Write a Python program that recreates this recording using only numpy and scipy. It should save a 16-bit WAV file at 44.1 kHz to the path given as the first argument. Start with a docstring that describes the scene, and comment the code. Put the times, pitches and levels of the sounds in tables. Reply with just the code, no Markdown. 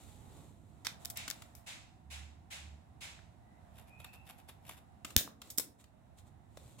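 """Fingers slide over a card blister pack, then small steel scissors are picked up with clicks from a tiled floor.
Five far swishes, as of a broom on tiles, begin among the clicks and go on after them, in noise that dies away.
Later a thin whistle calls twice, gliding up, and the blades crush and break the card in jerks, as noise ringing
its resonances; then they snap shut with a puff of air, the strip drops, the scissors are laid down as bursts of
noise ring the steel, and fingers turn the card. Shaped noise rumbles throughout; a hard room answers near sounds."""
import sys
import numpy as np
from scipy import signal
from scipy.io import wavfile
from scipy.ndimage import uniform_filter1d

SR = 44100
rng = np.random.default_rng(int(sys.argv[2]) if len(sys.argv) > 2 else 0)


def master(y):
    """Save y as 16-bit WAV."""
    cut = np.clip(np.atleast_2d(y).T, -1, 1)
    pcm = np.round(cut * 32767)  # scale
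    wavfile.write(sys.argv[1], SR, pcm.astype(np.int16))


N = 299880
TIME = np.arange(N) / SR


def from_db(db):
    """Turn decibels into a gain."""
    return 10 ** (np.asarray(db) / 20)


def rms_one(x):
    """Scale to unit power."""
    return x / np.sqrt(np.mean(x ** 2) + 1e-20)


def at_hz(points, hz):
    """Read a curve over frequency, with straight lines on a log-frequency axis."""
    points_hz, values = np.array(points).T
    return np.interp(np.log(hz), np.log(points_hz), values)


def over_time(rows):
    """Join (seconds, value) points by straight lines and read the curve at every sample."""
    s, values = np.transpose(rows)
    return np.interp(TIME, s, values)


def panned(pan_db):
    """Left and right gains at constant power; a positive pan makes the left louder."""
    return rms_one(from_db(np.array([[pan_db], [-pan_db]]) / 2))


def band(x, low, high):
    """Keep only what lies between two frequencies in hertz."""
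    return signal.sosfilt(signal.butter(2, [low, high], "band", fs=SR, output="sos"), x)


def resonate(x, hz, width_hz):
    """Ring one resonance, with a gain of about 1 at its peak."""
    r = np.exp(-np.pi * width_hz / SR)
    feed = np.array([1, 0, -1]) * (1 - r * r) / 2
    feedback = [1, -2 * r * np.cos(2 * np.pi * hz / SR), r * r]
    return signal.lfilter(feed, feedback, x + 1e-18)


def add(out, s, sound):
    """Mix a sound in at time s, cutting off what falls outside the scene."""
    i = round(s * SR)
    sound, i = sound[:, max(-i, 0):], max(i, 0)
    out[:, i:i + sound.shape[1]] += sound[:, :max(N - i, 0)]


def wander(per_s):
    """Slow random drift with a spread of about 1: new chance values, per_s of them a second, joined by lines."""
    return np.interp(TIME * per_s, np.arange(200), rng.standard_normal(200))


def narrow_noise(hz, width_hz):
    """A narrow band of unit-power noise whose centre follows hz, stirred separately at each ear."""
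    stir = rng.standard_normal((2, N)) + 1j * rng.standard_normal((2, N))
    stir = signal.sosfilt(signal.butter(2, width_hz / 2, fs=SR, output="sos"), stir)
    carrier = np.exp(2j * np.pi * np.cumsum(hz) / SR)
    return rms_one(np.real(stir * carrier))


# How alike the two ears are. Each row: frequency in Hz, left-right correlation (no unit).
EAR_LIKENESS = [(30, 0), (100, 0.56), (300, 0.68), (700, 0), (1500, 0), (4000, 0), (16000, 0.18)]
EDGES_HZ = 22 * 2 ** np.arange(0, 9.9, .5)   # edges of the half-octave bands


def noise_bands(size):
    """Half-octave bands of stereo noise, most alike at the ears in the bass around 100 to 300 Hz."""
    white = rng.standard_normal((2, 2, size))
    for k, (low, high) in enumerate(zip(EDGES_HZ, EDGES_HZ[1:])):
        mid, side = band(white[k % 2], low, high)   # neighbouring bands use different noise
        hz = np.sqrt(low * high)
        alike = np.clip(at_hz(EAR_LIKENESS, hz), -1, 1)
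        yield hz, np.sqrt(1 + alike) * mid + np.sqrt(1 - alike) * side * [[1], [-1]]


def colour_noise(bands, spectrum):
    """Mix noise bands into one unit-power noise with the given spectrum."""
    return rms_one(sum(x * from_db(at_hz(spectrum, hz)) for hz, x in bands))


def dying_noise(spectrum, t60s):
    """One second of diffuse sound in which each band dies at its own pace."""
    t = TIME[:SR]
    return sum(x * from_db(at_hz(spectrum, hz) - 60 * t / at_hz(t60s, hz)) for hz, x in noise_bands(SR))


# Colour of the low rumble. Each row: frequency in Hz, relative strength in dB per Hz.
RUMBLE_COLOUR = [(13, -62), (22, -42.5), (32, -22), (40, -0.5), (55, -10.5), (76, 3), (172, -8), (282, -9),
                 (320, -26.5), (450, -39), (580, -51), (990, -120)]
# How loud the low rumble is. Each row: time in seconds, level in dB.
RUMBLE_LEVEL = [(0, -56.5), (.36, -54), (.65, -57.5), (1.2, -55.5), (1.5, -58.5), (3.0, -58.5), (4.0, -59),
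                (5.9, -59.5), (6.8, -58)]


def outdoor_rumble(bands):
    """Bass-heavy noise whose level slowly drifts."""
    return from_db(over_time(RUMBLE_LEVEL)) * colour_noise(bands, RUMBLE_COLOUR)


# Swells of the low drone. Each row: middle in seconds, half length in seconds, level in dB.
DRONE_SWELLS = [(2.193, 0.12, -50), (2.68, 0.077, -51)]


def low_drone():
    """A low tone of slightly wandering pitch swells and sinks."""
    hz = 73.5 + 1.08 * wander(per_s=9.1)
    tone = rms_one(np.sin(2 * np.pi * np.cumsum(hz) / SR))
    swells = sum(from_db(db) * np.exp(-.5 * ((TIME - s) / half_s) ** 2) for s, half_s, db in DRONE_SWELLS)
    return swells * tone


# Colour of the traffic wash. Each row: frequency in Hz, relative strength in dB per Hz.
WASH_COLOUR = [(220, -32.5), (380, -33), (504, -12), (678, -4), (913, -5.5), (1390, -18), (1630, -14),
               (1850, -20.5), (2000, -40), (2370, -22), (3090, -39.5), (3350, -25.5), (5030, -33),
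               (7790, -27.5), (16000, -39.5)]
# How the far traffic rises and falls. Each row: time in seconds, relative level in dB.
TRAFFIC_LEVEL = [(0.0, -70.5), (0.32, -66.5), (0.62, -73.5), (0.89, -67), (1.04, -62.5), (1.97, -70.5),
                 (3.5, -69), (3.67, -66.5), (5.3, -69), (5.61, -68.5), (6.27, -69.5), (6.8, -72)]
WASH_DB, WHIR_DB = -0.5, -2.5   # added to the traffic level
WHIR_SWING = 1.4   # the whir rises and falls this many times as far, in dB
WHIR_HZ, WHIR_WANDER_HZ = 715.4, 49.94


def far_traffic(bands):
    """A wash of coloured noise and a whir of narrow noise with wandering pitch, both led by one level."""
    level_db = over_time(TRAFFIC_LEVEL)
    mean_db = level_db.mean()
    wash = from_db(WASH_DB + level_db) * colour_noise(bands, WASH_COLOUR)
    whir_db = WHIR_DB + mean_db + WHIR_SWING * (level_db - mean_db)
    whir = from_db(whir_db) * narrow_noise(WHIR_HZ + WHIR_WANDER_HZ * wander(per_s=4), width_hz=120)
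    return wash + whir


def background():
    """Rumble, drone and far traffic, all a little to the right."""
    bands = list(noise_bands(N))
    low = outdoor_rumble(bands) + low_drone()
    return panned(pan_db=-6.0) * low + panned(pan_db=-3.0) * far_traffic(bands)


# Calls of a thin whistle. Each row: start in seconds, length in seconds, starting pitch in Hz,
# relative level in dB before the echoes.
WHISTLES = [(3.38, 0.21, 1888, -75), (3.841, 0.36, 2387, -60.5)]
GLIDE_HZ_PER_S, WHISTLE_WIDTH_HZ = 1000, 85


def far_whistles(t60_s):
    """Each call swells and fades as its pitch climbs; echoes smear it into overlapping strands."""
    out = np.zeros((2, N))
    for s, length_s, hz, db in WHISTLES:
        age = np.clip(TIME - s, 0, length_s)
        swell = from_db(db) * np.sin(np.pi * age / length_s)
        out += swell * narrow_noise(hz + GLIDE_HZ_PER_S * age, WHISTLE_WIDTH_HZ)
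    echoes = rng.standard_normal((2, SR)) * from_db(-60 * TIME[:SR] / t60_s)
    return signal.fftconvolve(out, echoes / np.linalg.norm(echoes[0]), axes=1)[:, :N]


# Far strokes. Each row: start in seconds, level in dB over the first fifteenth of a second.
SWISHES = [(1.155, -47.5), (1.661, -49), (2.100, -50.5), (2.502, -48.5), (3.005, -49)]
# Colour of a stroke. Each row: frequency in Hz, relative strength in dB per Hz.
SWISH_COLOUR = [(400, -23.5), (700, -4), (1300, -8), (1800, -3.5), (2300, 2.5), (3100, -1.5), (5000, -7),
                (7500, -5.5), (10000, -9.5), (13000, -15.5), (16000, -16)]
# How long a stroke rings on. Each row: frequency in Hz, time in seconds to fall by 60 dB.
SWISH_T60 = [(1000, 0.7), (2500, 0.49), (6000, 0.53), (14000, 0.2)]
LEFT_LAG_S, SHARED = 0.000452, 0.13   # delay at the left ear, share of the right ear's sound mixed into it


def far_swishes(rise_s, stroke_s, pan_db):
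    """Short strokes far off to the right: they swell briefly and are heard mostly as reverberation."""
    out, t = np.zeros((2, N)), TIME[:SR]
    swell = (1 - np.exp(-t / rise_s)) * (1 - .5 * np.exp(-t / stroke_s))
    for s, db in SWISHES:
        left, right = dying_noise(SWISH_COLOUR, SWISH_T60) * swell
        late_right = np.interp(t - LEFT_LAG_S, t, right)
        x = np.array([np.sqrt(1 - SHARED ** 2) * left + SHARED * late_right, right])
        add(out, s, panned(pan_db) * from_db(db) * x / np.std(x[:, :SR // 15]))
    return out


# Colour of the room's answer. Each row: frequency in Hz, relative strength in dB.
ROOM_COLOUR = [(200, -5.5), (800, -4), (2500, 1.5), (7000, -2), (14000, 2)]
# How long the room rings. Each row: frequency in Hz, time in seconds to fall by 60 dB.
ROOM_T60 = [(300, 0.9), (2000, 0.26), (6000, 0.25), (14000, 0.2)]


def room(x, gap_s, build_s, wet_db):
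    """Tiles and bare walls answer after a short gap with a dense tail."""
    since_gap = np.maximum(TIME[:SR] - gap_s, 0)
    tail = dying_noise(ROOM_COLOUR, ROOM_T60) * (1 - np.exp(-since_gap / build_s))
    tail = tail / np.sqrt(np.sum(tail ** 2, axis=1, keepdims=True))
    return from_db(wet_db) * signal.fftconvolve(x, tail, axes=1)[:, :N]


# Bass, middle and treble of a struck body. Each row: lower edge in Hz, upper edge in Hz.
ZONES_HZ = [(170, 1500), (1500, 6000), (6000, 16000)]


def body(force, modes, direct_db, zone_db, heard):
    """A force rings the modes; the bass, middle and treble levels are set over the stretch `heard`."""
    x = from_db(direct_db) * force
    for k, (hz, width_hz, db) in enumerate(modes):
        x = x + (-1) ** k * from_db(db) * resonate(force, hz, width_hz)
    # alternate signs join the zones without gaps
    zones = [(-1) ** k * band(x, *edges) for k, edges in enumerate(ZONES_HZ)]
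    return sum(z * from_db(db) / np.sqrt(np.mean(z[:, heard] ** 2)) for z, db in zip(zones, zone_db))


def port_noise(size):
    """White noise at two microphone ports, shared only at long wavelengths."""
    own = rng.standard_normal((2, size))
    long_waves = signal.sosfilt(signal.butter(1, 1800, fs=SR, output="sos"), own)
    return own - long_waves + long_waves[0]


def blows(rows, modes, direct_db, scatter_db, rise_s, level_db):
    """Each contact is a brief burst of micro-impacts into the body; returns near sound and what reaches the room."""
    near, sent, t = np.zeros((2, N)), np.zeros((2, N)), TIME[:SR // 6]
    attack = slice(0, SR * 8 // 1000)   # levels are set over the first 8 ms
    for s, contact_s, low_db, mid_db, top_db, pan_db, *room_db in rows:
        force = port_noise(len(t)) * np.exp(-t / contact_s) * (1 - np.exp(-t / rise_s))
        zone_db = (low_db, mid_db, top_db)
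        add(near, s, panned(pan_db) * body(force, modes, direct_db, zone_db, attack))
        # summed over all directions the modes stand out less, so the room hears a smoother crack
        add(sent, s, from_db(sum(room_db)) * body(force, modes, scatter_db, zone_db, attack))
    return from_db(level_db) * near, from_db(level_db) * sent


def scrapes(rows, modes, direct_db, friction, grains_per_s, grain_db, level_db):
    """A swell of friction noise with tiny slips of uneven size rings the body."""
    out, t = np.zeros((2, N)), TIME[:SR] - .5
    for s, half_s, low_db, mid_db, top_db, pan_db in rows:
        slip_here = rng.random(len(t)) < grains_per_s / SR
        slip_size = from_db(grain_db * np.minimum(rng.exponential(1, len(t)), 3))
        fade = np.exp(-1 / (0.00029 * SR))   # a slip dies to 1/e in 0.29 ms
        grain = signal.lfilter([1], [1, -fade], slip_here * slip_size)
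        force = port_noise(len(t)) * (friction + grain) * np.exp(-.5 * (t / half_s) ** 2)
        sound = body(force, modes, direct_db, (low_db, mid_db, top_db), abs(t) < half_s)
        add(out, s + t[0], panned(pan_db) * sound)
    return from_db(level_db) * out


# Dull knocks of handles, strip and fingers. Each row: start in seconds, pitch in Hz,
# strength in dB before damping and panning.
KNOCKS = [(3.191, 1620, -45), (5.048, 268, -39.5), (5.1625, 218, -29), (5.211, 594, -36.5),
          (5.2766, 1150, -31), (5.582, 291, -32), (5.5964, 512, -34), (6.5734, 596, -38.5),
          (6.658, 113, -44)]
KNOCK_CYCLES = 1.13   # cycles in which a knock falls to 1/e


def knocks(pan_db):
    """A soft contact rings one heavily damped resonance."""
    out, t = np.zeros((2, N)), TIME[:SR // 10]
    for s, hz, db in KNOCKS:
        ring = np.sin(2 * np.pi * hz * t) * np.exp(-hz * t / KNOCK_CYCLES)
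        add(out, s, panned(pan_db) * from_db(db) * ring)
    return out


# Fingers and card sliding. Each row: middle in seconds, half length in seconds,
# relative mid level in dB, bass above mid in dB.
RUBS = [(0.025, 0.16, -67.5, -4), (0.381, 0.095, -70, 5), (0.719, 0.34, -82, 4), (1.023, 0.017, -67, -6),
        (1.382, 0.088, -71.5, -25), (1.532, 0.15, -84, -13), (5.103, 0.023, -63.5, -3),
        (5.473, 0.033, -64.5, -0.5), (5.808, 0.013, -63.5, -10.5), (6.191, 0.012, -67, -13.5),
        (6.276, 0.014, -74.5, -7), (6.67, 0.083, -70, -2.5), (6.796, 0.0074, -59, -7)]
# Resonances of skin on card. Each row: frequency in Hz, width in Hz, relative strength in dB.
RUB_MODES = [(237, 220, 15.5), (504, 940, 6), (1750, 1000, -6.5), (4000, 2000, -10), (7130, 2700, -3),
             (13100, 14000, -2.5)]


def fingers(top_db, pan_db):
    """Skin and card slide over each other; a firmer grip adds bass."""
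    rows = [(s, half_s, db + bass_db, db, db + top_db, pan_db) for s, half_s, db, bass_db in RUBS]
    return scrapes(rows, RUB_MODES, direct_db=-15.5, friction=1.0, grains_per_s=740, grain_db=1.2, level_db=-1.0)


# Crisp cracks and taps of the card. Each row: start in seconds, relative mid level in dB.
CARD_HITS = [(1.278, -42), (1.4199, -54), (5.0468, -43), (5.1037, -55), (5.4164, -47), (5.84, -61),
             (6.1856, -67), (6.571, -57.5)]
# Resonances of the card. Each row: frequency in Hz, width in Hz, relative strength in dB.
CARD_MODES = [(271.4, 25, 8.5), (650, 26, 7.5), (1200, 410, 0.5), (1720, 71, -1), (2590, 1800, -7),
              (3287, 240, 4.5), (6860, 200, -6.5), (11400, 630, -7)]
CARD_CONTACT_S, CARD_PAN_DB = 0.0039, 1.5
CARD_LOW_DB, CARD_TOP_DB = -9, -1.5   # bass and treble against mid


def card():
    """Brief contacts ring the card, all with one contact time and one balance of bass and treble."""
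    rows = [(s, CARD_CONTACT_S, db + CARD_LOW_DB, db, db + CARD_TOP_DB, CARD_PAN_DB) for s, db in CARD_HITS]
    return blows(rows, CARD_MODES, direct_db=-8, scatter_db=2.5, rise_s=0.0014, level_db=-2.0)


# The blades advance through the card in jerks. Each row: start of the break in seconds,
# half length of the crushing in seconds, relative crushing level in dB, relative break level in dB.
CUTS = [(3.78, 0.028, -58.5, -68), (3.88, 0.0096, -63, -81), (4, 0.013, -61, -60.5),
        (4.0438, 0.014, -64, -53.5), (4.138, 0.01, -54.5, -76), (4.27, 0.013, -58, -70),
        (4.296, 0.0072, -51, -58.5), (4.39, 0.014, -60.5, -72), (4.49, 0.0096, -52.5, -58),
        (4.664, 0.0038, -59, -72), (4.692, 0.031, -54, -50), (4.775, 0.0072, -59, -69)]
# Resonances of the card being cut. Each row: frequency in Hz, width in Hz, relative strength in dB.
CUT_MODES = [(710, 120, -4.5), (1140, 100, 0), (2640, 1140, -7), (3750, 110, 1.5), (7400, 220, -4.5),
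             (11150, 1640, 10.5), (14200, 1900, 3)]
CRUSH_LAG_S, CUT_PAN_DB = .006, 1   # the crushing is centred this long after the break starts
CUT_COLOUR_DB = np.array([0.5, 0, 0])   # bass, mid, treble


def cutting(break_s):
    """Each advance of the blades crushes fibres, and the card breaks in the midst of it."""
    breaks = [(s, break_s, *(db + CUT_COLOUR_DB), CUT_PAN_DB) for s, _, _, db in CUTS]
    crushes = [(s + CRUSH_LAG_S, half_s, *(db + CUT_COLOUR_DB), CUT_PAN_DB) for s, half_s, db, _ in CUTS]
    snips, sent = blows(breaks, CUT_MODES, direct_db=-15.5, scatter_db=5, rise_s=0.0013, level_db=-1.5)
    bites = scrapes(crushes, CUT_MODES, direct_db=-7, friction=.45, grains_per_s=400, grain_db=5, level_db=-11.0)
    return snips + bites, sent + bites


def jolt(s, hz, length_s, db, pan_db):
    """The shutting handles jerk the card, which pushes a short swing of air at the microphone."""
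    out, t = np.zeros((2, N)), TIME[:SR // 5]
    swing = np.sin(2 * np.pi * hz * t) * np.exp(-(t / length_s) ** 2)
    add(out, s, panned(pan_db) * from_db(db) * swing)
    return out


# Scissors knocking, shutting, laid down. Each row: start in seconds, contact time in seconds,
# relative mid level in dB, bass above mid in dB, treble above mid in dB, left above right in dB,
# extra level sent to the room in dB.
SCISSOR_HITS = [(.8478, 0.018, -41.5, -11, -6.5, 1, -1), (.868, 0.0027, -30.5, -15, -11.5, -8, -4.5),
                (1.0493, 0.0031, -49, -12, 7, 20, -1), (1.056, 0.00078, -45.5, -10, 9, -28, -16),
                (1.1, 0.0072, -53.5, -9, 16, 4, -7.5), (1.172, 0.0031, -47.5, -12, 11.5, 1.5, -14),
                (1.301, 0.0026, -40, -18, 4, 9, -10), (1.3106, 0.0023, -37.5, -19, -7, 5, -10),
                (1.551, 0.0046, -64.5, -9, 13.5, 7, 3), (5.1644, 0.0015, -24, -8.5, 8, 4, 0),
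                (5.5018, 0.012, -55.5, -7.5, 18, -1, -5), (5.576, 0.0073, -52.5, -14, 22.5, -22, -4),
                (5.5828, 0.0044, -39, -5, 19, 2, -7), (5.5966, 0.0078, -42.5, -3, 14.5, 12, -3)]
# Resonances of the steel. Each row: frequency in Hz, width in Hz, relative strength in dB.
STEEL_MODES = [(240, 150, -4), (620, 350, 0), (2090, 93, 6), (2750, 330, 0), (3600, 240, 0),
               (4150, 300, -1), (5250, 500, 2), (7470, 200, 3), (8300, 300, -3), (10030, 200, 3),
               (11200, 150, 0), (12600, 200, 8), (13360, 300, 8), (15300, 250, -6)]


def scissors():
    """Brief contacts ring the steel; where the scissors are struck sets their bass and brightness."""
    rows = [(s, contact_s, db + bass_db, db, db + bright_db, pan_db, room_db)
            for s, contact_s, db, bass_db, bright_db, pan_db, room_db in SCISSOR_HITS]
    return blows(rows, STEEL_MODES, direct_db=5.5, scatter_db=12.0, rise_s=0.00011, level_db=-4.54)


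def scene():
    """Scissors and card close by, the room around them, the background behind."""
    far = far_swishes(rise_s=0.012, stroke_s=0.024, pan_db=-1) + far_whistles(t60_s=0.71)
    handling = fingers(top_db=-6.0, pan_db=0) + knocks(pan_db=-3)
    cracks, cracks_sent = card()
    cuts, cuts_sent = cutting(break_s=0.0039)
    puff = jolt(s=5.1657, hz=72, length_s=.0115, db=-21, pan_db=14)
    steel, steel_sent = scissors()
    sent = steel_sent + from_db(-3.5) * (cracks_sent + cuts_sent + handling)
    echo = room(sent, gap_s=0.0053, build_s=0.0044, wet_db=-6.5)
    return background() + far + echo + handling + cracks + cuts + puff + steel


def gain_control(x, threshold_db, depth_db, attack_s, release_db_per_s):
    """Loud cracks turn the gain down after a moment, and it creeps back up."""
    power = uniform_filter1d(np.mean(x ** 2, axis=0), size=SR // 100)
    over_db = np.clip(10 * np.log10(np.maximum(power, 1e-12)) - threshold_db, 0, depth_db)
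    # hold each peak, letting it sink at a steady pace
    release_db = release_db_per_s * TIME
    held_db = np.maximum.accumulate(over_db + release_db) - release_db
    r = np.exp(-1 / (attack_s * SR))
    return x * from_db(-signal.lfilter([1 - r], [1, -r], held_db))


# Resonances of the microphone ports. Each row: frequency in Hz, width in Hz, added share (no unit).
PORT_MODES = [(3750, 570, 0.45), (7550, 630, 0.49)]
CUTOFF_HZ = 15900


def record(dry):
    """The ports add two soft resonances, gain ducks after loud cracks, deep bass is thinned and the top cut steeply."""
    x = dry + sum(share * resonate(dry, hz, width_hz) for hz, width_hz, share in PORT_MODES)
    x = gain_control(x, threshold_db=-34, depth_db=10, attack_s=0.2, release_db_per_s=31.5)
    x = signal.sosfilt(signal.butter(1, 35, "high", fs=SR, output="sos"), x)
    return signal.sosfilt(signal.ellip(10, .1, 80, CUTOFF_HZ, fs=SR, output="sos"), x)


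dry = scene()
out = record(dry)
master(out)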